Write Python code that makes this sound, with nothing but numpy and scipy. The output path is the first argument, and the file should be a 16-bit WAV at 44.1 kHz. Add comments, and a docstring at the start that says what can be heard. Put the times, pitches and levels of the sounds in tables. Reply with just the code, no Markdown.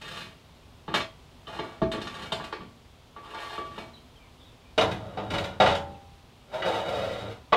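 """A low outdoor rumble and the rub of metal come first: in an open yard a length of aluminium channel
is turned in the hands, scraped and knocked; then a distant bird whistles short falling glides before the
channel is lowered onto a truck's metal bed frame, and once more after it lands. On the frame the channel
clanks, skids, and is dragged into place. Metal is random tiny contacts convolved with decaying modes over
a noise wash; the yard is coloured noise and the bird is gliding sines with a noise tail."""
import sys
import numpy as np
from scipy import signal
from scipy.fft import rfft, irfft
from scipy.io import wavfile

SR = 44100
rng = np.random.default_rng(int(sys.argv[2]) if len(sys.argv) > 2 else 0)


def output_pcm(signal):
    """Save a mono or channel-first signal as 16-bit PCM at the path in sys.argv[1].

    Samples are clipped to [-1, 1] before scaling.
    """
    pcm = np.clip(np.atleast_2d(signal).T, -1, 1) * 32767
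    wavfile.write(sys.argv[1], SR, np.round(pcm).astype(np.int16))


N = 333396
TIME = np.arange(N) / SR
RING_TIME = TIME[:SR]
BLOW_TIME = TIME[:SR // 4]
BLOW_GAIN = np.sqrt(SR / 20)   # blow levels refer to the rms over a twentieth of a second


def from_db(db):
    """Decibels to gain."""
    return 10 ** (np.asarray(db) / 20)


def unit_energy(x):
    """Scale so that the squares sum to one."""
    return x / np.sqrt(np.sum(x ** 2) + 1e-20)


def rms_one(x):
    """Scale to an rms of one."""
    return unit_energy(x) * np.sqrt(len(x))


def cut(x, hz, kind, order=2):
    """Causal low- or high-pass."""
    sections = signal.butter(order, min(hz, SR / 2 - 2000), kind, fs=SR, output="sos")
    return signal.sosfilt(sections, x + 1e-18)


def resonate(x, hz, width_hz):
    """One resonance with a gain of one on top."""
    return signal.lfilter(*signal.iirpeak(hz, hz / width_hz, fs=SR), x)


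def dying(t60):
    """Envelope of a ring that loses 60 dB in t60 seconds."""
    return np.exp(-np.log(1000) * RING_TIME / t60)


def wander(along, step):
    """Random values one step apart, joined by lines."""
    knots = rng.standard_normal(2048)
    return np.interp(along / step, np.arange(len(knots)), knots)


def add(track, s, sound):
    """Mix a sound into a track at time s."""
    start = max(round(s * SR), 0)
    track[start:start + len(sound)] += sound[:max(N - start, 0)]


def coloured_noise(spectrum, size, ripple_db=0):
    """Noise with the given spectrum; ripple clumps its treble into narrow peaks."""
    hz = np.maximum(np.fft.rfftfreq(size, 1 / SR), 1)
    points_hz, points_db = np.transpose(spectrum)
    level = np.interp(np.log(hz), np.log(points_hz), points_db)
    level = level + ripple_db * np.tanh(wander(hz, 35)) * np.minimum(hz / 5000, 1)
    return rms_one(irfft(rfft(rng.standard_normal(size)) * from_db(level), size))


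# Spectral shape of the yard background: freq_hz [Hz], density_db [relative dB per Hz]
YARD_SPECTRUM = [(12, -31), (20, -13.5), (70, 0.5), (175, -7.5), (207, -15), (245, -6), (306, -15),
                 (372, -13), (565, -16), (614, -15), (1010, -17), (1670, -25), (3450, -22), (5700, -31.5),
                 (15500, -44)]
YARD_LEVEL_DB = -53


def yard():
    """Outdoor rumble and hiss: coloured noise whose level wanders slightly."""
    level_db = YARD_LEVEL_DB + .5 * wander(TIME, 0.211)
    return from_db(level_db) * coloured_noise(YARD_SPECTRUM, N)


def mode_ring(hz, t60):
    """One decaying mode with unit energy."""
    return unit_energy(np.sin(2 * np.pi * hz * RING_TIME) * dying(t60))


def body(modes, wash, wash_db, low_t60, high_t60, ripple_db, spread_s):
    """Response to a click: clear modes over a crowd of weak ones."""
    clear = sum(from_db(db) * rng.choice([-1, 1]) * mode_ring(hz, t60) for hz, db, t60 in modes)
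    crowd = coloured_noise(wash, SR, ripple_db)
    low = cut(crowd, 1630, "low", order=3) * dying(low_t60)
    high = cut(crowd, 1420, "high", order=3) * dying(high_t60)
    swell = 1 - np.exp(-RING_TIME / spread_s)   # bending waves take a moment to fill the length
    return swell * (clear + from_db(wash_db) * unit_energy(low + high))


# Extra damping by the hands, joined by lines: time_s [s], t60_s [s]
HAND_DAMPING = [(0, 0.9), (.94, 0.67), (1.5, 3.6), (1.8, 1.2), (7.5, 8.7)]


def gripped(response, s):
    """The ring of a body as the hands damp it at time s, scaled to unit energy."""
    return unit_energy(response * dying(np.interp(s, *np.transpose(HAND_DAMPING))))


def grains(size, per_s, spread_db):
    """Tiny contacts at random moments, of uneven strength."""
    touching = rng.random(size) < per_s / SR
    strength_db = spread_db * np.minimum(rng.exponential(1, size), 4)
    return touching * rng.choice([-1, 1], size) * from_db(strength_db)


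def contact_tone(force, thud_db, bite_db):
    """The weight behind a contact sets its bass; the sharpness of the edge sets its treble."""
    bass_hz = 350
    low = cut(cut(force, bass_hz, "low"), bass_hz, "low")
    rest = cut(cut(force, bass_hz, "high"), bass_hz, "high")
    middle = cut(cut(rest, 1164, "low"), 1164, "low")
    high = cut(cut(rest, 1390, "high"), 1390, "high")
    return from_db(thud_db) * low + middle + from_db(bite_db) * high


def moving_contact(force, end_echo):
    """Slips also return from the near end; the delay wanders as the contact travels, shifting the tone."""
    sample = np.arange(len(force))
    delay_s = 0.001236 * from_db(3 * wander(sample / SR, .08))
    returned = np.interp(sample - np.round(delay_s * SR), sample, force)
    return (force + end_echo * returned) / np.hypot(1, end_echo)


def scrape(pressure, thud_db, bite_db, response, slips_per_s, spread_db, judder_db, grit_db):
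    """Metal catches and slips on metal: dense clicks under a juddering pressure, with fine grit on top."""
    size = len(pressure)
    judder = from_db(judder_db * wander(TIME[:size], .012))
    slips = rms_one(grains(size, slips_per_s, spread_db) * judder)
    slips = moving_contact(slips, end_echo=0.34)
    slips = slips + from_db(grit_db) * cut(slips, 6500, "high", order=1)
    force = pressure * contact_tone(slips, thud_db, bite_db)
    return signal.fftconvolve(force, response)[:N]


def strokes(rows, response, attack_s, release_db_per_s, **friction):
    """Each stroke bites in, swells or sags while it lasts, and lets go."""
    out = np.zeros(N)
    for s, length, db, swell_db_per_s, thud_db, bite_db in rows:
        swell = swell_db_per_s * np.minimum(RING_TIME, length)
        release = release_db_per_s * np.maximum(RING_TIME - length, 0)
        pressure = np.minimum(RING_TIME / attack_s, 1) * from_db(db + swell - release)
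        add(out, s, scrape(pressure, thud_db, bite_db, gripped(response, s), **friction))
    return out


# Strokes along the held channel: start_s [s], length_s [s], level_db [dB before tone shaping],
# swell_db_per_s [dB/s], thud_db [bass gain, dB], bite_db [treble gain, dB]
RUB_STROKES = [(0.005, .21, -44.5, -2.5, 8, 6), (1.462, 0.097, -36, 5, -4, -7.5),
               (1.62, 0.092, -41, 6, -0.5, -8.5), (1.99, .27, -43, 12.5, 6, -1.5),
               (2.37, 0.096, -42.5, 20, 5.5, -7), (2.56, 0.04, -60.5, 0, 23, -2),
               (3.22, 0.13, -40.5, 44, -12, -7.5), (3.37, 0.18, -38, 5, -18, -1.5),
               (3.63, 0.17, -48.5, 21, 8, -1.5)]


def rubs(response):
    """Stick-slip strokes along the channel in the hands."""
    return strokes(RUB_STROKES, response, attack_s=0.011, release_db_per_s=170,
                   slips_per_s=1000, spread_db=4.5, judder_db=0, grit_db=-0.5)


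def blow(response, s, db, thud_db, bite_db, contact_hz, chatter_s, first_touch_db, rattle_per_s):
    """A first touch and a burst of chatter set the body ringing, damped by the grip."""
    chatter_envelope = np.exp(-(BLOW_TIME / chatter_s) ** 2)
    burst = unit_energy(grains(len(BLOW_TIME), rattle_per_s, 3.97) * chatter_envelope)
    burst[0] += from_db(first_touch_db)
    shaped = contact_tone(unit_energy(burst), thud_db, bite_db)
    force = from_db(db) * cut(shaped, contact_hz, "low")
    return BLOW_GAIN * signal.fftconvolve(force, gripped(response, s))


# Bright catches of a sliding edge: start_s [s], level_db [dB before tone shaping]
EDGE_TICKS = [(0.014, -53), (0.080, -50), (0.170, -50), (1.916, -41.5), (2.015, -45.5), (2.070, -46),
              (2.142, -49), (2.221, -50), (2.440, -48), (3.780, -51.5), (4.809, -36), (4.912, -43.5),
              (5.303, -41), (5.339, -45), (5.381, -38.5), (5.440, -41.5), (5.750, -40)]
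TICK_THUD_DB, TICK_BITE_DB, TICK_GRIT_DB = 5.5, 8.5, 0.5
TICK_CONTACT_HZ, TICK_CHATTER_S = 13700, .006
LANDING_S = 4.7   # the channel is in the hands before this, on the frame after it


def ticks(response, landed):
    """Light, sharp catches of an edge, before or after the landing."""
    out = np.zeros(N)
    gritty = response + from_db(TICK_GRIT_DB) * cut(response, 4700, "high", order=1)
    for s, db in EDGE_TICKS:
        if (s > LANDING_S) == landed:
            tick = blow(gritty, s, db, TICK_THUD_DB, TICK_BITE_DB, TICK_CONTACT_HZ, TICK_CHATTER_S,
                        first_touch_db=-0.5, rattle_per_s=1800)
            add(out, s, tick)
    return out


def favoured_ring(modes, near_hz, db):
    """The spot that is hit favours one mode."""
    hz, _, t60 = min(modes, key=lambda mode: abs(mode[0] - near_hz))
    return BLOW_GAIN * from_db(db) * mode_ring(hz, t60)


# Clear modes of the hand-held channel: pitch_hz [Hz], energy_db [relative dB], t60_s [s before the grip]
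CHANNEL_CLEAR_MODES = [(179.3, -18, 0.16), (230.7, -24.5, 1), (282, -18, 0.2), (433.8, -12, 0.19),
                       (652, -11.5, 0.52), (880.7, -12.5, 0.26), (1151.5, -10.5, 0.58), (1163.6, -9, 0.1),
                       (1435, -13, 0.08), (1540, -21, 0.047), (1630, -15.5, 0.22), (1673, -19.5, 0.28),
                       (1726, -20, 0.26), (1842, -16, 0.2), (2034, -38, 1), (2274, -18.5, 0.46),
                       (2250, -50, 0.19), (2450, -43, 0.081), (2490, -18.5, 0.27), (2695, -22.5, 0.18),
                       (2840, -17.5, 0.19), (3055, -18.5, 0.25), (3180, -18, 0.048), (3240, -23, 0.79),
                       (3510, -18.5, 0.24), (3630, -16, 0.067), (3810, -23, 0.26), (4100, -23, 0.26),
                       (4280, -25, 0.42), (4863, -42, 0.2)]
# Knocks on the held channel: start_s [s], level_db [dB before tone shaping], thud_db [bass gain, dB],
# bite_db [treble gain, dB], chatter_s [s], favoured_hz [nearest mode, Hz], share_db [that mode, dB re level]
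HAND_KNOCKS = [(0.879, -33, 6.5, -6.5, 0.1, 893, -19), (0.940, -22.5, -0.5, 2, 0.039, 1172, -25),
               (1.003, -31.5, 2.5, 0, 0.0099, 1172, -15), (1.470, -44, 4.5, 3, 0.0051, 3055, -5),
               (1.589, -32, 3, -3.5, 0.006, 1144, -34), (1.817, -27, 12, -10, 0.013, 652, 1),
               (1.936, -31, 9.5, -6.5, 0.072, 446, -9), (2.320, -30.5, 1, 5, 0.0086, 652, -4),
               (2.398, -35.5, -2, -7, 0.017, 1144, -13), (2.525, -31.5, -19, -3.5, 0.0029, 1399, -20),
               (2.606, -45.5, 11, -4, 0.026, 1172, -8.5), (3.163, -41.5, -3, -8, 0.039, 1144, -4),
               (3.350, -43, -16, 3, .06, 893, -0.5), (3.579, -38, 2, -1.5, .008, 1144, 4.5),
               (3.778, -37, -1.5, -11, 0.007, 444, -11)]
KNOCK_CONTACT_HZ, KNOCK_TYPICAL_DB = 7500, -32   # contact cut-off of a knock at the typical level plus bite
DB_PER_OCTAVE = 10   # extra level plus bite that raises the cut-off an octave


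def knocks(response):
    """Harder, sharper knocks have a shorter contact, so they reach higher."""
    out = np.zeros(N)
    for s, db, thud_db, bite_db, chatter_s, mode_hz, share_db in HAND_KNOCKS:
        octaves = (db + bite_db - KNOCK_TYPICAL_DB) / DB_PER_OCTAVE
        contact_hz = max(KNOCK_CONTACT_HZ * 2 ** octaves, 4000)
        knock = blow(response, s, db, thud_db, bite_db, contact_hz, chatter_s,
                     first_touch_db=-3.5, rattle_per_s=1800)
        add(out, s, knock)
        add(out, s, favoured_ring(CHANNEL_CLEAR_MODES, mode_hz, db + share_db))
    return out


# Crowd of weaker channel modes: freq_hz [Hz], density_db [relative dB per Hz]
CHANNEL_CROWD = [(29, -31), (50, -10), (385, -3.5), (444, -12.5), (578, -4.5), (637, -6), (1050, -6.5),
                 (1160, -2.5), (1310, -6), (3580, -15), (15500, -46)]


def held_channel():
    """The channel rings in the hands as it is rubbed, ticked and knocked."""
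    response = body(CHANNEL_CLEAR_MODES, CHANNEL_CROWD, wash_db=-2.5, low_t60=0.4, high_t60=0.34,
                    ripple_db=2, spread_s=0.00062)
    return rubs(response) + ticks(response, landed=False) + knocks(response)


# Bird notes: start_s [s], length_s [s], pitch_hz [at the start before flutter, Hz], level_db [dry peak, dB]
BIRD_NOTES = [(3.933, 0.029, 3960, -49), (3.967, 0.022, 3170, -55), (4.152, 0.037, 3180, -57),
              (4.188, 0.083, 2450, -60), (4.387, 0.071, 3700, -56), (4.44, 0.078, 3900, -59),
              (4.64, .04, 2500, -60), (5.941, 0.02, 2660, -59)]
CHIRP_FALL_OCTAVES_PER_S, CHIRP_ARCH = 3.1, 0.0287   # arch: fraction of the pitch


def bird():
    """Short whistled glides with a slight flutter, blurred by the trees."""
    song = np.zeros(N)
    for s, length, start_hz, db in BIRD_NOTES:
        age = TIME[:round(length * SR)]
        arch = np.sin(np.pi * age / length)
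        fall = 2 ** (-CHIRP_FALL_OCTAVES_PER_S * age)
        flutter = .025 * wander(age, 0.00374)
        hz = start_hz * fall * (1 + CHIRP_ARCH * arch + flutter)
        add(song, s, from_db(db) * arch * np.sin(2 * np.pi * np.cumsum(hz) / SR))
    trees = unit_energy(rng.standard_normal(SR) * dying(0.33))
    return song + from_db(-1.0) * signal.fftconvolve(song, trees)[:N]


# Clear modes of the channel resting on the bed frame: pitch_hz [Hz], energy_db [relative dB],
# t60_s [s before further damping]
FRAME_CLEAR_MODES = [(82.9, -14, 1.25), (109, -17, 0.32), (199.7, -14.5, 0.2), (296, -29, 0.46),
                     (400, -16.5, 0.063), (452, -28, 0.42), (488, -22.5, 0.22), (565, -10.5, 0.6),
                     (649, -17, 0.4), (632, -31, 0.18), (753, -14, 0.21), (795, -32, 0.88),
                     (877, -17, 0.67), (1000, -32, 0.21), (1008.7, -11.5, 0.43), (1125, -14, 0.06),
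                     (1226, -16.5, 0.19), (1340, -21, 0.15), (1435, -18, 0.44), (1600, -34, 0.078),
                     (1737, -31, 0.53), (2060, -53, 0.1), (1963, -28, 0.15), (2923, -16.5, 0.28),
                     (3500, -18, 0.095), (3768, -17, 0.05)]
# Clanks on the frame: start_s [s], level_db [dB before tone shaping], thud_db [bass gain, dB],
# bite_db [treble gain, dB], contact_hz [low-pass cut-off, Hz], chatter_s [s], favoured_hz [nearest mode, Hz]
FRAME_CLANKS = [(4.778, -18.5, -3, 0, 10400, 0.015, 445), (4.810, -25.5, 1, 1.5, 11300, 0.021, 753),
                (5.173, -27, -3, -10, 6800, 0.029, 753), (5.336, -28, 0, .5, 11000, 0.023, 561),
                (5.601, -13, -5.5, -5, 9900, 0.048, 753), (5.660, -21.5, -12, 2, 10700, 0.067, 795),
                (6.622, -31, -19, 2, 5000, .005, 1970), (7.523, -17, -13, -6, 3500, 0.003, 885),
                (7.529, -16, -11.5, -0.5, 3240, 0.0092, 1140)]
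CLANK_RING_DB = -7.5   # favoured mode against the clank's level


def clanks(response):
    """Blows of the channel on the frame, each favouring one mode."""
    out = np.zeros(N)
    for s, db, thud_db, bite_db, contact_hz, chatter_s, mode_hz in FRAME_CLANKS:
        clank = blow(response, s, db, thud_db, bite_db, contact_hz, chatter_s,
                     first_touch_db=-1.5, rattle_per_s=1200)
        add(out, s, clank)
        add(out, s, favoured_ring(FRAME_CLEAR_MODES, mode_hz, db + CLANK_RING_DB))
    return out


# Skids on the frame after landing: start_s [s], length_s [s], level_db [dB before tone shaping],
# swell_db_per_s [dB/s], thud_db [bass gain, dB], bite_db [treble gain, dB]
FRAME_SKIDS = [(4.82, 0.12, -33.5, -17, 10, -7), (4.99, .3, -43.5, 15, 8.5, -11.5),
               (5.303, .21, -29.5, -55, 9.5, -6), (5.66, 0.25, -32, -73, 12, -10)]


def skids(pressed):
    """Stick-slip strokes of the channel on the frame."""
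    return strokes(FRAME_SKIDS, pressed, attack_s=0.009, release_db_per_s=132,
                   slips_per_s=1000, spread_db=2, judder_db=1.0, grit_db=0.0)


# The weight comes onto the frame and the channel slows over this span; pairs are values at its start and end.
DRAG_SPAN_S = (6.55, 7.25)
DRAG_THUD_DB, DRAG_BITE_DB = (-8, 8.5), (-5.5, 2)
GROAN_PER_S, GROAN_DB = (205, 100), (-0.5, 5.5)   # kicks per second; level against the effort
BOOM_DB = (-23, 2.5)   # level against the effort
BOOM_HZ, BOOM_WIDTH_HZ = 107.2, 7.9   # the frame's low sway


def along_drag(start_and_end):
    """A value that moves evenly from the start of the drag span to its end."""
    return np.interp(TIME, DRAG_SPAN_S, start_and_end)


def groans(effort, response, jitter, patchy_db):
    """Slips in step, one kick per cycle, slower as the channel slows and patchy in strength."""
    rate = along_drag(GROAN_PER_S) * (1 + jitter * wander(TIME, 0.0042) + .08 * wander(TIME, .06))
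    cycles = np.floor(np.cumsum(rate) / SR)
    kicks = rms_one(np.diff(cycles, prepend=0))
    patches_db = patchy_db * np.tanh(wander(TIME, 0.066))
    strength = effort * from_db(along_drag(GROAN_DB) + patches_db)
    return signal.fftconvolve(strength * kicks, unit_energy(response))[:N]


def frame_boom():
    """Random contacts through two equal resonances make the frame's low sway."""
    sway = resonate(grains(N, 1000, 2), BOOM_HZ, BOOM_WIDTH_HZ)
    return rms_one(resonate(sway, BOOM_HZ, BOOM_WIDTH_HZ))


# Effort of the long drag, joined by lines: time_s [s], effort_db [dB before DRAG_DB]
DRAG_EFFORT = [(6.47, -63), (6.538, -31.5), (6.636, -35), (6.646, -24), (6.692, -25.5), (6.784, -26),
               (6.808, -35), (6.886, -26.5), (6.902, -39), (6.93, -28), (7.302, -42.5), (7.5, -84)]
DRAG_DB = -5.5


def drag(pressed, spring):
    """One long pull: it rasps and groans with the effort, and the frame booms as it takes the weight."""
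    effort_db = np.interp(TIME, *np.transpose(DRAG_EFFORT), left=-np.inf, right=-np.inf)
    effort = from_db(DRAG_DB + effort_db)
    rasp = scrape(effort, along_drag(DRAG_THUD_DB), along_drag(DRAG_BITE_DB), pressed + spring,
                  slips_per_s=900, spread_db=2.0, judder_db=1.5, grit_db=0.5)
    boom = effort * from_db(along_drag(BOOM_DB)) * frame_boom()
    return rasp + boom + groans(effort, spring * dying(0.13), jitter=0.03425, patchy_db=5)


# Crowd of weaker modes of channel and frame: freq_hz [Hz], density_db [relative dB per Hz]
FRAME_CROWD = [(18, -39), (30, -17), (75, -18), (263, -11), (443, -2.5), (656, -3.5), (767, -4.5),
               (1080, -7.5), (1170, -6.5), (2690, -14.5), (3780, -15), (4910, -27), (15500, -50.5)]


def channel_on_frame():
    """Channel and frame ring together, with modes reaching lower than the channel alone."""
    response = body(FRAME_CLEAR_MODES, FRAME_CROWD, wash_db=2.5, low_t60=0.36, high_t60=0.23,
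                    ripple_db=1.5, spread_s=0.0003)
    pressed = response * dying(2.06)   # sliding under load damps the ring
    spring = resonate(pressed, hz=484, width_hz=255)   # the springy contact grinds around one pitch
    return clanks(response) + ticks(response, landed=True) + skids(pressed) + drag(pressed, spring)


def scene():
    """All sources mixed to one channel."""
    return (yard() + held_channel() + bird() + channel_on_frame())[None]


def record(dry):
    """A steep low-pass removes the top of the treble."""
    cutoff_hz = 15700
    return signal.sosfilt(signal.ellip(10, .1, 80, cutoff_hz, fs=SR, output="sos"), dry)


dry = scene()
out = record(dry)
output_pcm(out)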